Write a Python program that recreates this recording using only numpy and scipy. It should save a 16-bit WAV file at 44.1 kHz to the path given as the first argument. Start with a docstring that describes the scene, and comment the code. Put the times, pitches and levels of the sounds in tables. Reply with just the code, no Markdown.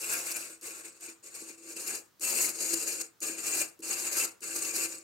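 """Model boat rudder servo

A small servo swings the rudder to and fro on an indoor workbench, heard from close by.
Gear slack closes with a tick at most stroke starts; loose teeth, as random impacts, clatter and ring
the servo case, push rod, hull panels and hollow hull. The linkage jolts the hull with soft knocks.
A small room lets every stroke die away quickly over faint still air."""
import sys
import numpy as np
from scipy import signal
from scipy.fft import rfft, irfft
from scipy.io import wavfile
from scipy.ndimage import uniform_filter1d, map_coordinates

SR = 44100
rng = np.random.default_rng(int(sys.argv[2]) if len(sys.argv) > 2 else 0)


def transcribe(u):
    """Save the signal u as a 16-bit wav file named by the first command-line argument.

    u: samples, shape (n,) or (channels, n), limited to [-1, 1]; the rate is SR.
    q: integer samples, one column per channel.
    """
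    v = np.clip(np.atleast_2d(u).T, -1, 1)
    q = np.round(v * 32767).astype(np.int16)
    wavfile.write(sys.argv[1], SR, q)


N = 222040
T = np.arange(N) / SR

# listener leaning in over the open hull: t/s, left minus right/dB, case ring/dB
LISTENER = [(0, 2.5, -5), (.6, 3, -2), (1.05, 1.5, 1.5), (1.9, 2.5, 0.5), (2.65, 4, .5), (3.05, 2, 2.5),
            (3.5, 2.5, 0.5), (5.03, 2.5, 1)]
# hollow hull modes: f/Hz, width/Hz, level/dB, left minus right/dB
HULL_MODES = [(147.6, 30, -19.5, 4), (239.5, 20, -13.5, -2), (332, 16.3, -0.5, 0.5), (362, 26.5, -5, -1),
              (452.4, 27, -6, 2), (530, 48, -12, 11)]
# tooth click spectrum: f/Hz, relative density/dB
CLICK_SPECTRUM = [(2800, -28), (3500, -36.5), (4000, -6.5), (4600, -2), (6000, 0), (7300, 2.5), (8400, 0),
                  (9700, 0.5), (11500, 1.5), (13000, -2.5), (15800, -9)]


def undb(db):
    """Decibels to gain."""
    return 10 ** (np.asarray(db) / 20)


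def unit(x):
    """Scale to rms 1."""
    return x / np.sqrt(np.mean(x ** 2))


def pan(db):
    """Left and right gains for a level difference, left minus right."""
    return undb(np.array([[.5], [-.5]]) * db)


def walk(rate_per_s):
    """Random levels, each held 1 / rate, smoothed by a moving mean as long; rms 1."""
    hold = max(int(SR / rate_per_s), 2)
    steps = np.repeat(rng.standard_normal(N // hold + 1), hold)
    return unit(uniform_filter1d(steps, hold)[:N])


def colour(x, points):
    """Minimum-phase filter through (f/Hz, level/dB) points, from the cepstrum of its log gain."""
    hz, db = np.transpose(points)
    size = 4096
    f = np.maximum(np.fft.rfftfreq(size, 1 / SR), 1)
    gain = undb(np.interp(np.log(f), np.log(hz), db))
    cepstrum = irfft(np.log(gain))
    # fold onto positive time: causal
    cepstrum[1:size // 2] *= 2
    cepstrum[size // 2 + 1:] = 0
    response = irfft(np.exp(rfft(cepstrum)))
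    return signal.fftconvolve(x, response[None], axes=1)[:, :N]


def ring(x, hz, width_hz):
    """One resonance, gain 1 at its centre."""
    return signal.lfilter(*signal.iirpeak(hz, hz / width_hz, fs=SR), x + 1e-18)  # offset: no denormals


def impacts(rate_per_s, scatter_db):
    """Irregular tooth impacts, on either flank and of uneven strength; mean power 1."""
    hit = rng.random(N) < rate_per_s / SR
    flank = rng.choice([-1, 1], N)
    size = unit(undb(scatter_db * rng.standard_normal(N)))
    return hit * flank * size * np.sqrt(SR / rate_per_s)


def body(modes, rate_per_s, scatter_db, flicker_db, flicker_per_s):
    """Impacts ring a set of modes; the contact point wanders, so each mode swells and fades alone."""
    out = 0
    for hz, width_hz, db, side_db in modes:
        tone = ring(impacts(rate_per_s, scatter_db), hz, width_hz)
        tone = ring(tone, hz, min(5 * width_hz, hz))  # trims the skirts
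        flickering = unit(tone * undb(flicker_db * walk(flicker_per_s)))
        out = out + flickering * undb(db) * pan(side_db)
    return unit(out)


def hull_echoes(x, spread, longest_s, count):
    """Reflections off the hull walls, others for each ear; their comb shifts as the listener moves."""
    # echo path: t/s, relative length
    echo_path = [(0, 1.18), (1.2, 1.15), (2.2, 1.0), (5.03, 1.093)]
    path = np.interp(T, *np.transpose(echo_path))
    high_pass = signal.butter(2, 450, "high", fs=SR, output="sos")
    short_waves = signal.sosfilt(high_pass, x)  # long waves bend round the walls
    out = np.array([x, x])
    for ear in out:
        for lag_s in rng.uniform(0.09995, 1, count) * longest_s:
            late = map_coordinates(short_waves, [np.arange(N) - lag_s * path * SR], order=3)
            ear += spread * rng.choice([-1, 1]) * late / np.sqrt(count)
    return out


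def clatter(points, rate_per_s, scatter_db, spread, longest_s):
    """Dry tooth clicks with their echoes inside the hull."""
    echoed = hull_echoes(impacts(rate_per_s, scatter_db), spread, longest_s, count=7)
    return unit(colour(echoed, points))


def drive():
    """Gear, hull, panel and grit gains: the motor spins up, wavers, swells, dips and coasts to rest."""
    # motor effort, one curve per rudder stroke: t/s, gear level/dB
    effort = [
        [(0.0, -41.5), (0.138, -32), (0.252, -41), (0.27, -37), (0.446, -43), (0.458, -41), (0.492, -48),
         (0.508, -44.5), (0.53, -48)],
        [(0.62, -52.5), (0.632, -45), (0.674, -40.5), (0.712, -45.5), (0.81, -48.5), (0.832, -55.5),
         (0.856, -46), (0.932, -62.5), (0.97, -59)],
        [(1.0, -55), (1.016, -47), (1.044, -42), (1.068, -47), (1.09, -46), (1.125, -53)],
        [(1.23, -57.5), (1.238, -50.5), (1.284, -47.5), (1.298, -54), (1.338, -51.5), (1.354, -43),
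         (1.464, -51.5), (1.498, -45.5), (1.55, -58)],
        [(1.58, -52), (1.602, -58), (1.716, -43.5), (1.752, -52.5), (1.77, -40.5), (1.862, -42.5), (1.872, -37),
         (1.962, -38.5), (1.97, -42.5)],
        [(2.212, -42), (2.236, -35), (2.34, -31), (2.502, -33.5), (2.52, -44.5)],
        [(2.535, -42), (2.603, -37), (2.609, -31.5), (2.843, -34.5), (2.855, -41), (2.877, -32), (2.995, -40),
         (3.013, -31.5), (3.025, -42.5)],
        [(3.218, -41), (3.23, -34), (3.376, -45.5), (3.384, -40), (3.434, -40.5), (3.448, -34.5), (3.602, -34),
         (3.62, -29), (3.635, -36.5)],
        [(3.825, -45.5), (3.841, -40), (3.889, -39), (3.915, -31.5), (3.947, -37), (4.157, -36.5), (4.173, -30),
         (4.253, -32.5), (4.265, -40)],
        [(4.42, -45), (4.432, -40.5), (4.694, -33.5), (4.726, -39.5), (4.776, -32.5), (4.858, -32),
         (4.878, -44), (4.924, -40), (5.02, -56)],
    ]
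    # load per stroke: gear/dB, then relative to gear: hull boom/dB, panel rattle/dB, grit/dB
    loads = [(3, -19, -10, -6.5), (3, -15, -8.5, -6), (1.5, -18, -9.5, -9.5), (2, -16, -10, -8),
             (2.5, -13.5, -11, -8.5), (3, -15, -11.5, -7.5), (1.5, -14.5, -13, -12),
             (2.5, -14.5, -10.5, -9.5), (2.5, -16.5, -10, -9), (2, -14.5, -11.5, -9.5)]
    # brief swells and dips of the whir: t/s, gain/dB
    swells = [(.31, 2), (0.334, -2.5), (0.366, 5.5), (1.92, -3), (1.95, 1.5), (2.436, 1), (2.74, 6),
              (2.795, -1.5), (3.55, 2.5), (4.01, 1), (4.07, 3), (4.107, -3.5), (4.127, 3.5), (4.564, 3.5),
              (4.607, -3.5)]
    usual_db = -38  # ordinary effort
    growth = np.array([[1], [0.71], [1], [1.38]])  # dB per dB of effort: hard driving sounds brighter
    swell_s = 0.0086  # 1/e half length
    lead_s, spin_up_s, coast_s = 0.0049, 0.0039, 0.03  # motor leads the load; time constants
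    swell_db = 0.5 * walk(22)  # the motor hunts a little
    for s, db in swells:
        swell_db = swell_db + db * np.exp(-((T - s) / swell_s) ** 2)
    gains = np.zeros((4, N))
    for stroke, (gear_db, *relative_db) in zip(effort, loads):
        s, db = np.transpose(stroke)
        spin_up = 1 - np.exp(-np.maximum(T - s[0] + lead_s, 0) / spin_up_s)
        coast = np.exp(-np.maximum(T - s[-1], 0) / coast_s)
        effort_db = np.interp(T, s, db) + swell_db - usual_db
        base_db = usual_db + gear_db + np.array([0] + relative_db)[:, None]
        gains = np.maximum(gains, spin_up * coast * undb(base_db + growth * effort_db))
    return gains


def gear_teeth(rate_per_s):
    """Tooth impacts ring the servo case and push rod, over dry clicks."""
    # servo case modes: f/Hz, width/Hz, level/dB, left minus right/dB
    case_modes = [(4324, 27, -14.5, -17.5), (4700, 180, -21, 38), (5250, 85, -25, -29),
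                  (6663, 125, -7.5, 29.5), (6940, 80, -3, 12), (7027, 37, 0, 1), (7060, 220, -4, 1),
                  (7290, 33, -1, 9.5), (7340, 69, -8.5, 3), (7888, 16, -2, -9), (8084, 69, 3, 2.5),
                  (8280, 270, 0, 3), (8400, 30, -27, 4), (8500, 35, -1.5, 10.5), (9090, 17, -3, 1),
                  (11070, 51, -6.5, -1), (11700, 30, -4, -4), (13200, 90, -3, -1), (14100, 140, -17, -10)]
    # push rod modes, heard from above the stern: f/Hz, width/Hz, level/dB, left minus right/dB
    rod_modes = [(7680, 91, -2.5, 2), (8360, 90, -0.5, 0)]
    # rod as the listener leaves the stern: t/s, level/dB
    rod_level = [(0, -10), (.9, -8.5), (2.2, -21)]
    s, _, case_db = np.transpose(LISTENER)
    case = body(case_modes, rate_per_s, scatter_db=1, flicker_db=2, flicker_per_s=55)
    case *= undb(np.interp(T, s, case_db))
    clicks = clatter(CLICK_SPECTRUM, rate_per_s, scatter_db=2.5, spread=1, longest_s=.008)
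    clicks *= undb(2.33 * walk(80))
    rod = body(rod_modes, rate_per_s, scatter_db=7, flicker_db=3, flicker_per_s=20)
    rod *= undb(np.interp(T, *np.transpose(rod_level)))
    return undb(-3.5) * case + undb(-4) * clicks + rod


def hull_panels(rate_per_s):
    """Hull panels ring and rattle under the tooth impacts."""
    # panel modes: f/Hz, width/Hz, level/dB, left minus right/dB
    panel_modes = [(1384, 46, -3, -6), (1594, 144, -3.5, 10.5), (2180, 120, -1.5, 6.5), (2417, 68, 2, 5.5),
                   (2671, 116, 2.5, 5)]
    # rattle spectrum: f/Hz, relative density/dB
    rattle_spectrum = [(30, -31), (80, -7.5), (200, -8.5), (400, 3), (650, -1.5), (800, -2.5), (1400, 0),
                       (1900, -3.5), (2750, 4), (3080, -10), (4000, -5.5), (8000, -49)]
    panels = body(panel_modes, rate_per_s, scatter_db=1.5, flicker_db=5, flicker_per_s=50)
    panels[1] = np.interp(T - .0003, T, panels[1])  # side panel lies nearer the left ear
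    rattle = clatter(rattle_spectrum, .5 * rate_per_s, scatter_db=2.5, spread=2.3, longest_s=.02)
    return undb(-2.5) * panels + undb(-1.5) * rattle


def servo():
    """The gear train whirs: teeth strike faster when driven harder, and the load flutters."""
    gear, hull, panel, grit = drive()
    rate_per_s = 3000 + 8000 * np.sqrt(gear / gear.max())
    flutter = undb(.5 * walk(70) + 0.64 * walk(260))
    teeth = gear_teeth(rate_per_s)
    grit_hz = 9850  # hardest tooth contacts sound above this
    high_pass = signal.butter(4, grit_hz, "high", fs=SR, output="sos")
    sharp = signal.sosfiltfilt(high_pass, teeth)
    whir = gear * (teeth - sharp) + grit * undb(-1.9) * unit(sharp)
    rasp = panel * hull_panels(rate_per_s)
    boom = body(HULL_MODES, 0.22 * rate_per_s, scatter_db=4, flicker_db=0.64, flicker_per_s=31)
    return flutter * (whir + rasp) + hull * undb(-1.5) * boom


def still_air():
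    """Faint steady coloured noise of the still room, partly shared by the ears."""
    # still room spectrum: f/Hz, relative density/dB
    air_spectrum = [(25, -18), (100, -2), (330, -3), (800, -8.5), (1250, -3), (2500, -12), (6000, -11.5),
                    (9000, -18), (15000, -13)]
    noise = rng.standard_normal(N) + 1.2 * rng.standard_normal((2, N))
    return undb(-67.5) * unit(colour(noise, air_spectrum))


def blow(start_s, decay_s):
    """Envelope of one contact: instant rise, exponential fall."""
    return (T >= start_s) * np.exp(-np.maximum(T - start_s, 0) / decay_s)


def linkage():
    """Noise ticks as gear slack closes, and soft push rod jolts that boom in the hull modes."""
    # gear slack closing: t/s, tick/dB, hull knock relative to tick/dB
    slack_ticks = [(.612, -47, -12), (1.007, -49, -27), (1.225, -73, -6.5), (1.757, -54, -11),
                   (2.196, -47, -6.5), (3.204, -42, -30), (3.791, -54, 10.5), (3.803, -52, -17),
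                   (4.406, -49, -11)]
    # linkage jolting the hull: t/s, level/dB
    hull_jolts = [(1.08, -45), (1.415, -42), (1.495, -46.5), (2.73, -34), (3.29, -36), (4.555, -47)]
    noise = rng.standard_normal(N) + .5 * rng.standard_normal((2, N))
    snap = unit(colour(noise, CLICK_SPECTRUM))
    ticks = sum(undb(db) * blow(s, 0.0068) for s, db, _ in slack_ticks)
    knocks = [(s, db + knock_db) for s, db, knock_db in slack_ticks] + list(hull_jolts)
    pushes = np.zeros(N)
    for s, db in knocks:
        pushes[int(s * SR)] += undb(db)
    t = T[:SR // 4]
    hollow = np.zeros(len(t))
    for hz, width_hz, db, _ in HULL_MODES:
        hollow += undb(db) * np.exp(-np.pi * width_hz * t) * np.sin(2 * np.pi * hz * t)
    push_s = 0.005  # a soft push builds up gradually
    hollow *= 1 - np.exp(-(t / push_s) ** 2)
    return ticks * snap + undb(2) * signal.fftconvolve(pushes, hollow)[:N]


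def room(x, wet_db, delay_s):
    """Dense reflections from bench and walls, different at each ear; each band fades at its own rate."""
    # room bands: f/Hz, time to fall 60 dB/s, relative level/dB
    room_bands = [(200, 0.29, 3.5), (960, 0.31, 2), (4200, 0.02, 8.5), (7860, 0.18, -6.5),
                  (15000, 0.06, -3)]
    t = T[:SR // 2]
    noise = rfft(rng.standard_normal((2, len(t))))
    log_f = np.log(np.maximum(np.fft.rfftfreq(len(t), 1 / SR), 1))
    hz, t60_s, level_db = np.transpose(room_bands)
    tail = 0
    for share, fall_s, db in zip(np.eye(len(hz)), t60_s, level_db):
        band = irfft(noise * np.interp(log_f, np.log(hz), share), len(t))
        fall = np.exp(-np.log(1000) * t / fall_s)
        tail = tail + band * undb(db) * fall * (t > delay_s)
    tail = tail / np.sqrt(np.sum(tail ** 2) / 2)  # mean energy 1 per ear
    return x + undb(wet_db) * signal.fftconvolve(x, tail, axes=1)[:, :N]


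def scene():
    """Servo and linkage, panned as the listener moves, in a quiet room."""
    s, side_db, _ = np.transpose(LISTENER)
    machine = (servo() + linkage()) * pan(np.interp(T, s, side_db) - 1.7)
    return room(machine, wet_db=-14, delay_s=0.00433) + still_air()


def record(dry):
    """A steep elliptic low-pass cuts the top."""
    top_hz = 15800
    return signal.sosfilt(signal.ellip(10, .2, 70, top_hz, fs=SR, output="sos"), dry)


dry = scene()
out = record(dry)
transcribe(out)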